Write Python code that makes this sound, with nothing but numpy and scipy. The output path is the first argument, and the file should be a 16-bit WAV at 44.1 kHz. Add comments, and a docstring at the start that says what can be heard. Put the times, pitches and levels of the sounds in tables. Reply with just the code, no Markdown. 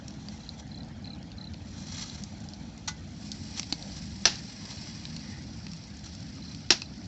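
"""A stick and bamboo fire at night

Sticks and bamboo burn in a metal pot in a yard. Turbulent flames roar softly, and gas and steam
hiss and whistle out of cracks in the hot wood. Breaking fibres excite the resonances of their
splinters, and two sealed canes burst. A hollow cane, knocked once, rings in its modes, while a
cricket chirps in the grass with strokes of its wings."""
import sys
import numpy as np
from scipy import signal
from scipy.io import wavfile
from scipy.ndimage import uniform_filter1d

SR = 44100
rng = np.random.default_rng(int(sys.argv[2]) if len(sys.argv) > 2 else 0)


def persist_wave(psi):
    """Save psi, clipped to +-1, as 16-bit WAV."""
    counts = np.round(np.clip(psi, -1, 1) * 32767).astype(np.int16)
    wavfile.write(sys.argv[1], SR, np.atleast_2d(counts).T)


N = 311787
TIME = np.arange(N) / SR

# Course of the steam leak as its pressure varies: time_s, level_db
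STEAM_LEVEL = [(3.05, -72), (3.22, -54), (3.5, -50), (4.15, -51), (4.8, -46.5), (5.85, -55.5), (6.6, -52.5),
               (7.07, -55)]


def flames(roar_db=-42.5, flutter_db=-57.5, fade_db_per_s=0.77, embers_db=-57.5):
    """Combustion noise: burning gas roars low and its tips flutter, over the even wash of embers."""
    # Spectrum of the roar: frequency_hz, level_db
    roar_spectrum = [(22, -56), (35, -27.5), (48, -8), (65, -0.5), (95, 0.5), (135, -3), (165, 1.5),
                     (182, -3), (207, 3.5), (240, -4), (300, -8), (370, -20.5), (450, -31), (900, -61.5)]
    # Spectrum of the flame tips: frequency_hz, level_db
    flutter_spectrum = [(330, -24.5), (440, -6.5), (540, -1.5), (730, -1), (860, -1.5), (1020, -15.5),
                        (1500, -37)]
    # Spectrum of the embers: frequency_hz, level_db
    ember_spectrum = [(250, -13.5), (450, -3.5), (720, -8), (1150, -8), (1500, -4.5), (2400, -7.5),
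                      (3000, -10), (3400, -6), (3750, -10.5), (4300, -7), (5800, -12.5), (7400, -18.5),
                      (8300, -43)]
    roar = turbulence(bin_levels(roar_spectrum, 4096), patchy_db=1, flicker_db=0.38, size=4096)
    flutter = turbulence(bin_levels(flutter_spectrum, 1024), patchy_db=1, flicker_db=1.5, size=1024)
    embers = turbulence(bin_levels(ember_spectrum, 512), patchy_db=3.5, flicker_db=-0.55, size=512)
    roar *= amp(roar_db + sway(depth_db=1))
    # The flutter fades as the listener turns away.
    flutter *= amp(flutter_db - fade_db_per_s * TIME + sway(depth_db=1.5))
    return roar + flutter + amp(embers_db) * embers


def fracture(pitch_hz, body_db, tear_t60_s=0.014, tear_db=-11):
    """Source and filter: a breaking fibre's click and tearing excite its splinter and its stick."""
    # Spectrum common to all snaps: frequency_hz, gain_db
    snap_spectrum = [(150, -21.5), (330, -1), (600, -11.5), (1100, -4), (1800, -9.5), (2600, -3.5),
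                     (3300, -1.5), (4300, 2.5), (5800, 1), (6500, 0), (7500, -1), (8400, -23)]
    t = np.arange(SR // 20) / SR
    crack = amp(tear_db - 60 * t / tear_t60_s) * rng.standard_normal(len(t))
    crack[0] += 1  # the click
    top_db = -9.5 + 19.5 * np.log2(pitch_hz / 4420)  # thin splinters ring higher and brighter
    # Resonances of splinter and stick: frequency_hz, gain_db
    splinter = [(0.8 * pitch_hz, 0), (pitch_hz, 7), (1.22 * pitch_hz, 0)]
    stick = [(1200, body_db - 6), (1900, body_db - 0.5), (2520, body_db + 5.5),
             (3400, -2), (4100, 1), (5900, -1.5), (6800, top_db)]
    hz = np.linspace(100, 8500, 200)
    shape_db = curve_at(snap_spectrum, hz) + curve_at(splinter, hz) + curve_at(stick, hz)
    crack = colour(crack, np.column_stack([hz, shape_db]))
    return crack / peak_rms(crack)


def snaps(thump_db=-3, knock_db=-8, crest_db=5.5):
    """Impulsive excitation: fibres snap, and the strongest also puff out gas and knock the stick."""
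    # The loudest breaking fibres: start_s, level_db, pitch_hz, body_db
    breaks = [(0.0817, -32.5, 5700, -11), (0.2857, -30, 4750, 1), (0.4909, -27, 4080, -20),
              (1.0564, -37.5, 4060, 5), (1.3176, -37.5, 4360, 7), (1.5424, -37, 4330, 3),
              (2.0981, -30.5, 4080, -18), (2.2368, -29.5, 6130, -13), (2.488, -34.5, 5350, -11),
              (2.5353, -34, 4570, -12), (3.3177, -24.5, 4600, -16), (3.596, -18.5, 5400, -0.5),
              (3.6308, -28, 4170, 5), (3.7251, -14.5, 4300, 3.5), (3.8254, -30.5, 4110, -14),
              (4.357, -30, 5700, -16), (5.0537, -27.5, 4170, 1), (5.1647, -29.5, 4530, -2),
              (5.667, -32, 4900, 9), (5.7344, -33.5, 5050, 2), (6.5476, -34, 4620, -4),
              (6.8194, -23, 4700, 5.5)]
    out, t = np.zeros(N), np.arange(SR // 20) / SR
    low = amp(thump_db) * ring(t, hz=290, t60_s=0.035) + amp(knock_db) * ring(t, hz=800, t60_s=0.015)
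    for start_s, level_db, pitch_hz, body_db in breaks:
        force = np.clip((level_db + 21) / 6, 0, 1)
        add(out, start_s, amp(level_db - crest_db) * (fracture(pitch_hz, body_db) + force * low))
    return out


def bursts(click_db=17, split_t60_s=0.025, echo_db=-14, fence_s=0.015, fence_db=-9.5, fence_t60_s=0.072):
    """Sudden pressure release: a sealed cane splits and puffs steam; fence and bushes scatter the bang."""
    # Bursting canes: start_s, level_db, pitch_hz, split_length_s, echo_t60_s
    canes = [(4.2546, -10, 5900, 0.0033, 0.34), (6.7048, -9.5, 5560, 0.0028, 0.22)]
    # Spectrum of a bang: frequency_hz, gain_db
    bang_spectrum = [(50, -9), (180, -10), (350, -2.5), (480, -12), (750, -3), (1150, -10), (1700, -3),
                     (2200, -7), (2650, -1), (3100, -4.5), (4100, 1), (5800, 1), (6400, -6.5), (7200, -11),
                     (8300, -33.5)]
    out, t = np.zeros(N), np.arange(SR // 2) / SR
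    puff = amp(-28) * ring(t, hz=55, t60_s=0.12)
    for start_s, level_db, pitch_hz, split_length_s, echo_t60_s in canes:
        split, echo, fence = rng.standard_normal((3, len(t)))
        bang = split * amp(-60 * np.maximum(t - split_length_s, 0) / split_t60_s)
        bang += amp(-3) * ring(t, pitch_hz, t60_s=0.022)
        bang[0] += amp(click_db)  # the cane wall gives way at once
        bang += echo * amp(echo_db - 60 * t / echo_t60_s)
        arrival = np.minimum(t / fence_s, 1) ** 2  # scatter gathers until the fence answers
        bang += fence * arrival * amp(fence_db - 60 * np.maximum(t - fence_s, 0) / fence_t60_s)
        bang = colour(bang, bang_spectrum)
        add(out, start_s, amp(level_db) * (bang / peak_rms(bang, size=220) + puff))
    return out


def jets():
    """Jet noise: pockets of gas swell and run out, and short spurts leave by the same cracks."""
    # Pockets of gas: peak_s, level_db, rise_db_per_s, fall_db_per_s
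    pockets = [(0.38, -55.5, 19, 39), (1.98, -40.5, 61.5, 52.5), (2.5, -58.5, 37.5, 6.5)]
    # Spurts of gas: start_s, length_s, level_db
    spurts = [(0.571, 0.046, -49.5), (1.991, 0.066, -44), (3.552, 0.057, -40.5), (3.929, 0.088, -47.5),
              (4.674, 0.1, -44.5), (6.011, 0.1, -51)]
    # Spectrum of a broad jet: frequency_hz, level_db
    jet_spectrum = [(500, -15.5), (1000, -7), (1400, -10), (2200, -8), (2900, -9.5), (3350, -2.5),
                    (3650, -6.5), (4150, 2.5), (4750, -4.5), (5300, -2.5), (5850, 2.5), (6450, -8),
                    (7400, -6.5), (8300, -32.5)]
    flow = np.zeros(N)
    for peak_s, level_db, rise_db_per_s, fall_db_per_s in pockets:
        below_peak_db = np.maximum(rise_db_per_s * (peak_s - TIME), fall_db_per_s * (TIME - peak_s))
        flow = np.hypot(flow, amp(level_db - below_peak_db))  # powers add
    for start_s, length_s, level_db in spurts:
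        add(flow, start_s, amp(level_db) * np.hanning(round(length_s * SR)))
    return flow * turbulence(bin_levels(jet_spectrum, 512), patchy_db=0.5, flicker_db=3, size=512)


def leak(open_s=0.1, dulling_db_per_s=2.24, body_db_per_db=0.37):
    """Flow through a crack: pressure sets the steam's level and low body; the hiss dulls with time."""
    # Spectrum of the leak: frequency_hz, level_db
    steam_spectrum = [(500, -15), (1000, -10.5), (1350, -17.5), (1900, -8), (2500, -7.5), (2900, -10),
                      (3350, -9), (3700, -9), (4150, -0.5), (5250, 0.5), (5900, 0.5), (6400, -15),
                      (7500, -11), (8300, -25.5)]
    t, hz = grid(size=512)
    time_s, level_db = np.transpose(STEAM_LEVEL)
    edge_band = curve_at([(5800, 0.15), (6600, 1)], hz)
    body_band = curve_at([(2800, 1), (4200, 0.083)], hz)
    edge_db = 5 - dulling_db_per_s * np.maximum(t - time_s[0], 0)
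    body_db = body_db_per_db * (np.interp(t, time_s, level_db) - np.median(level_db))
    shape_db = curve_at(steam_spectrum, hz) + edge_band * edge_db + body_band * body_db
    steam = turbulence(shape_db, patchy_db=1.5, flicker_db=1.93, size=512)
    opening = np.clip((TIME - time_s[0]) / open_s + 1, 0, 1)
    return opening * amp(np.interp(TIME, time_s, level_db)) * steam


def hiss(ground_s=0.0024, ground_db=-10):
    """Comb filtering: the sound of gas and steam interferes with its reflection off the ground."""
    direct = jets() + leak()
    return direct + amp(ground_db) * np.roll(direct, round(ground_s * SR))


def knock(tail_db=-9, tail_t60_s=0.11, modes_db=2.02):
    """Modal vibration: a hollow cane is knocked with a short, swelling scrape and rings on."""
    # Contact with the cane: start_s, length_s, level_db
    contacts = [(2.875, 0.018, -28)]
    # Modes of the cane: pitch_hz, level_db, t60_s
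    modes = [(860, -16, 0.19), (1143, -9, 0.082), (1468, -8, 0.15), (2010, -13, 0.2), (2280, -13, 0.065),
             (2890, -17, .07), (3950, -9, .05), (4360, 6, 0.032), (5740, 6, 0.039)]
    # Spectrum of the scrape: frequency_hz, gain_db
    scrape_spectrum = [(400, -30), (900, -3), (1600, -6.5), (3000, -3.5), (4400, 3.5), (5100, -4),
                       (5900, 3), (7000, -4), (8200, -23)]
    out, t = np.zeros(N), np.arange(SR // 2) / SR
    for start_s, length_s, level_db in contacts:
        contact = np.sin(np.pi * np.minimum(t / length_s, 1))
        build_up = np.minimum(t / (length_s / 2), 1)  # the ring grows during the contact
        tail = build_up * amp(tail_db - 60 * (t - length_s) / tail_t60_s)
        friction = unit_rms(colour(rng.standard_normal(len(t)), scrape_spectrum))
        tube = sum(amp(db) * ring(t, hz, t60_s) * rng.choice([-1, 1]) for hz, db, t60_s in modes)
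        scrape = friction * np.maximum(contact, tail)
        add(out, start_s, amp(level_db) * (scrape + amp(modes_db) * build_up * tube))
    return out


def twigs(per_s=2.6, base_db=-47.5, spread_db=1.5, low_hz=4100, high_hz=6000, thin_db=-16, count=40):
    """Size sets resonance: lesser snaps come at random, each with its own twig's pitch and body."""
    out, start_s = np.zeros(N), 0
    for wait, strength, pitch, thickness in rng.random((count, 4)):
        start_s += 2 * wait / per_s
        crack = fracture(low_hz + (high_hz - low_hz) * pitch, body_db=thin_db * (1 - thickness))
        add(out, start_s, amp(base_db + spread_db * (2 * strength - 0.5)) * crack)
    return steaming() * out


def crackle(per_s=45, base_db=-61.5, spread_db=3, kinds=14):
    """Shot noise: burning grass snaps faintly, each kind of splinter on its own random pulse train."""
    out = np.zeros(N)
    for pitch_hz in np.linspace(3200, 7000, kinds):
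        sizes = amp(spread_db * np.minimum(rng.exponential(1, N), 3))
        breaking = rng.random(N) < per_s / kinds / SR
        out += signal.oaconvolve(sizes * breaking, fracture(pitch_hz, body_db=-16))[:N]
    return amp(base_db) * steaming() * out


def steaming(rise_db=5):
    """Gain ramp: steaming wood makes the small snaps louder over the second after the leak opens."""
    return amp(rise_db * np.clip(TIME - STEAM_LEVEL[0][0], 0, 1))


def whistles():
    """Flow-driven resonance: steam briefly sounds a crack in the wood as a narrow band of noise."""
    # Breathy whistles: start_s, length_s, pitch_hz, width_hz, level_db
    cracks = [(0.053, .6, 6570, 500, -73), (4.579, 0.2, 1005, 150, -63), (4.627, 1, 2410, 447, -70),
              (5.189, 0.25, 1910, 240, -57.5)]
    out = np.zeros(N)
    for start_s, length_s, pitch_hz, width_hz, level_db in cracks:
        t = np.arange(round(length_s * SR)) / SR
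        lowpass = signal.butter(2, width_hz / 2, fs=SR)
        real, imaginary = signal.lfilter(*lowpass, rng.standard_normal((2, len(t))))
        tone = ((real + 1j * imaginary) * np.exp(2j * np.pi * pitch_hz * t)).real
        add(out, start_s, amp(level_db) * unit_rms(tone) * signal.windows.tukey(len(t), 0.5))
    return out


def cricket(period_s=0.0298, stroke_s=0.0094, start_hz=4290, end_hz=3900, strokes=4):
    """Stridulation: each wing stroke of a chirp slides down in pitch as the wing slows."""
    # Chirps: start_s, peak_db
    chirps = [(.4015, -45.5), (0.7135, -39), (1.042, -37), (1.38, -37), (6.42, -40), (6.767, -41.5)]
    out, progress = np.zeros(N), np.linspace(0, 1, round(stroke_s * SR))
    glide_hz = start_hz + (end_hz - start_hz) * progress
    envelope = np.sin(np.pi * progress) ** 1.5
    for start_s, peak_db in chirps:
        for k in range(strokes):
            pitch_hz = glide_hz * (1 + 0.007 * rng.standard_normal())
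            tone = np.sin(2 * np.pi * np.cumsum(pitch_hz) / SR)
            effort = 1 - 0.15 * abs(k - (strokes - 1) / 2)  # the middle strokes are strongest
            add(out, start_s + k * period_s, amp(peak_db) * effort * envelope * tone)
    return out


def yard(x, t60_s=0.1, delay_s=0.003):
    """Diffuse scattering: the ground and the bushes return a short, thin tail."""
    t = np.arange(SR // 4) / SR
    tail = rng.standard_normal(len(t)) * amp(-60 * t / t60_s) * (t > delay_s)
    return signal.oaconvolve(x, tail / np.linalg.norm(tail))[:N]


def turbulence(shape_db, patchy_db, flicker_db, size):
    """Modulated noise of rms 1: a spectrum with brief small patches and a flicker common to all bins."""
    t, hz = grid(size)
    real, imaginary, patches = rng.standard_normal((3, len(t), len(hz)))
    patches = uniform_filter1d(patches, size=10, axis=0)
    patches = unit_rms(uniform_filter1d(patches, size=2, axis=1))
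    flicker = unit_rms(uniform_filter1d(rng.standard_normal(t.shape), size=3, axis=0))
    frames = (real + 1j * imaginary) * amp(shape_db + patchy_db * patches + flicker_db * flicker)
    _, noise = signal.istft(frames.T, nperseg=size, noverlap=size - size // 4)
    return unit_rms(noise[:N])


def sway(depth_db, count=24):
    """Superposition: slow sines of random phase sum to a wandering level, of rms depth_db."""
    hz = np.geomspace(0.5, 4, count)
    t = TIME[::256]
    waves = np.sin(2 * np.pi * (hz[:, None] * t + rng.random((count, 1)))).sum(0)
    return depth_db * unit_rms(np.interp(TIME, t, waves))


def ring(t, hz, t60_s):
    """Damped oscillation of one mode."""
    return np.sin(2 * np.pi * hz * t) * amp(-60 * t / t60_s)


def colour(x, spectrum, size=2048):
    """Minimum-phase filtering: imposes a spectrum causally, so attacks stay sharp."""
    hz = abs(np.fft.fftfreq(size, 1 / SR))
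    log_gain = np.log(amp(curve_at(spectrum, hz)))
    taps = np.fft.ifft(np.exp(np.conj(signal.hilbert(log_gain)))).real
    return signal.oaconvolve(x, taps[:size // 2])[:len(x)]


def grid(size):
    """Frame times (a column) and bin frequencies of a short-time spectrum."""
    return np.arange(4 * N // size + 5)[:, None] * size / 4 / SR, np.fft.rfftfreq(size, 1 / SR)


def curve_at(points, hz):
    """Interpolation on a logarithmic frequency axis."""
    points_hz, values = np.transpose(points)
    return np.interp(np.log(hz + 1), np.log(points_hz + 1), values)


def bin_levels(spectrum, size):
    """A spectrum sampled at the bins of one frame."""
    return curve_at(spectrum, grid(size)[1])


def amp(db):
    """Decibels to amplitude ratio."""
    return 10 ** (np.asarray(db) / 20)


def unit_rms(x):
    """Normalisation to rms 1."""
    return x / np.sqrt(np.mean(x ** 2) + 1e-20)


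def peak_rms(x, size=88):
    """Rms of the loudest run of size samples."""
    return np.sqrt(uniform_filter1d(x ** 2, size, mode="constant").max())


def add(mix, start_s, sound):
    """Superposes a sound on the mix."""
    part = mix[max(round(start_s * SR), 0):][:len(sound)]
    part += sound[:len(part)]


def scene():
    """Superposition of fire and cricket in mono; the yard scatters the snaps and chirps."""
    sharp = snaps() + twigs() + crackle() + cricket()
    return (flames() + hiss() + whistles() + bursts() + knock() + sharp + amp(-14) * yard(sharp))[None]


def record(dry):
    """Soft saturation rounds the loudest bangs; a low-pass filter then limits the band."""
    ceiling, edge_hz = 0.75, 8250
    saturated = ceiling * np.tanh(dry / ceiling)
    lowpass = signal.firwin(201, edge_hz, window=("kaiser", 8), fs=SR)
    return signal.oaconvolve(saturated, lowpass[None], "same")


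dry = scene()
out = record(dry)
persist_wave(out)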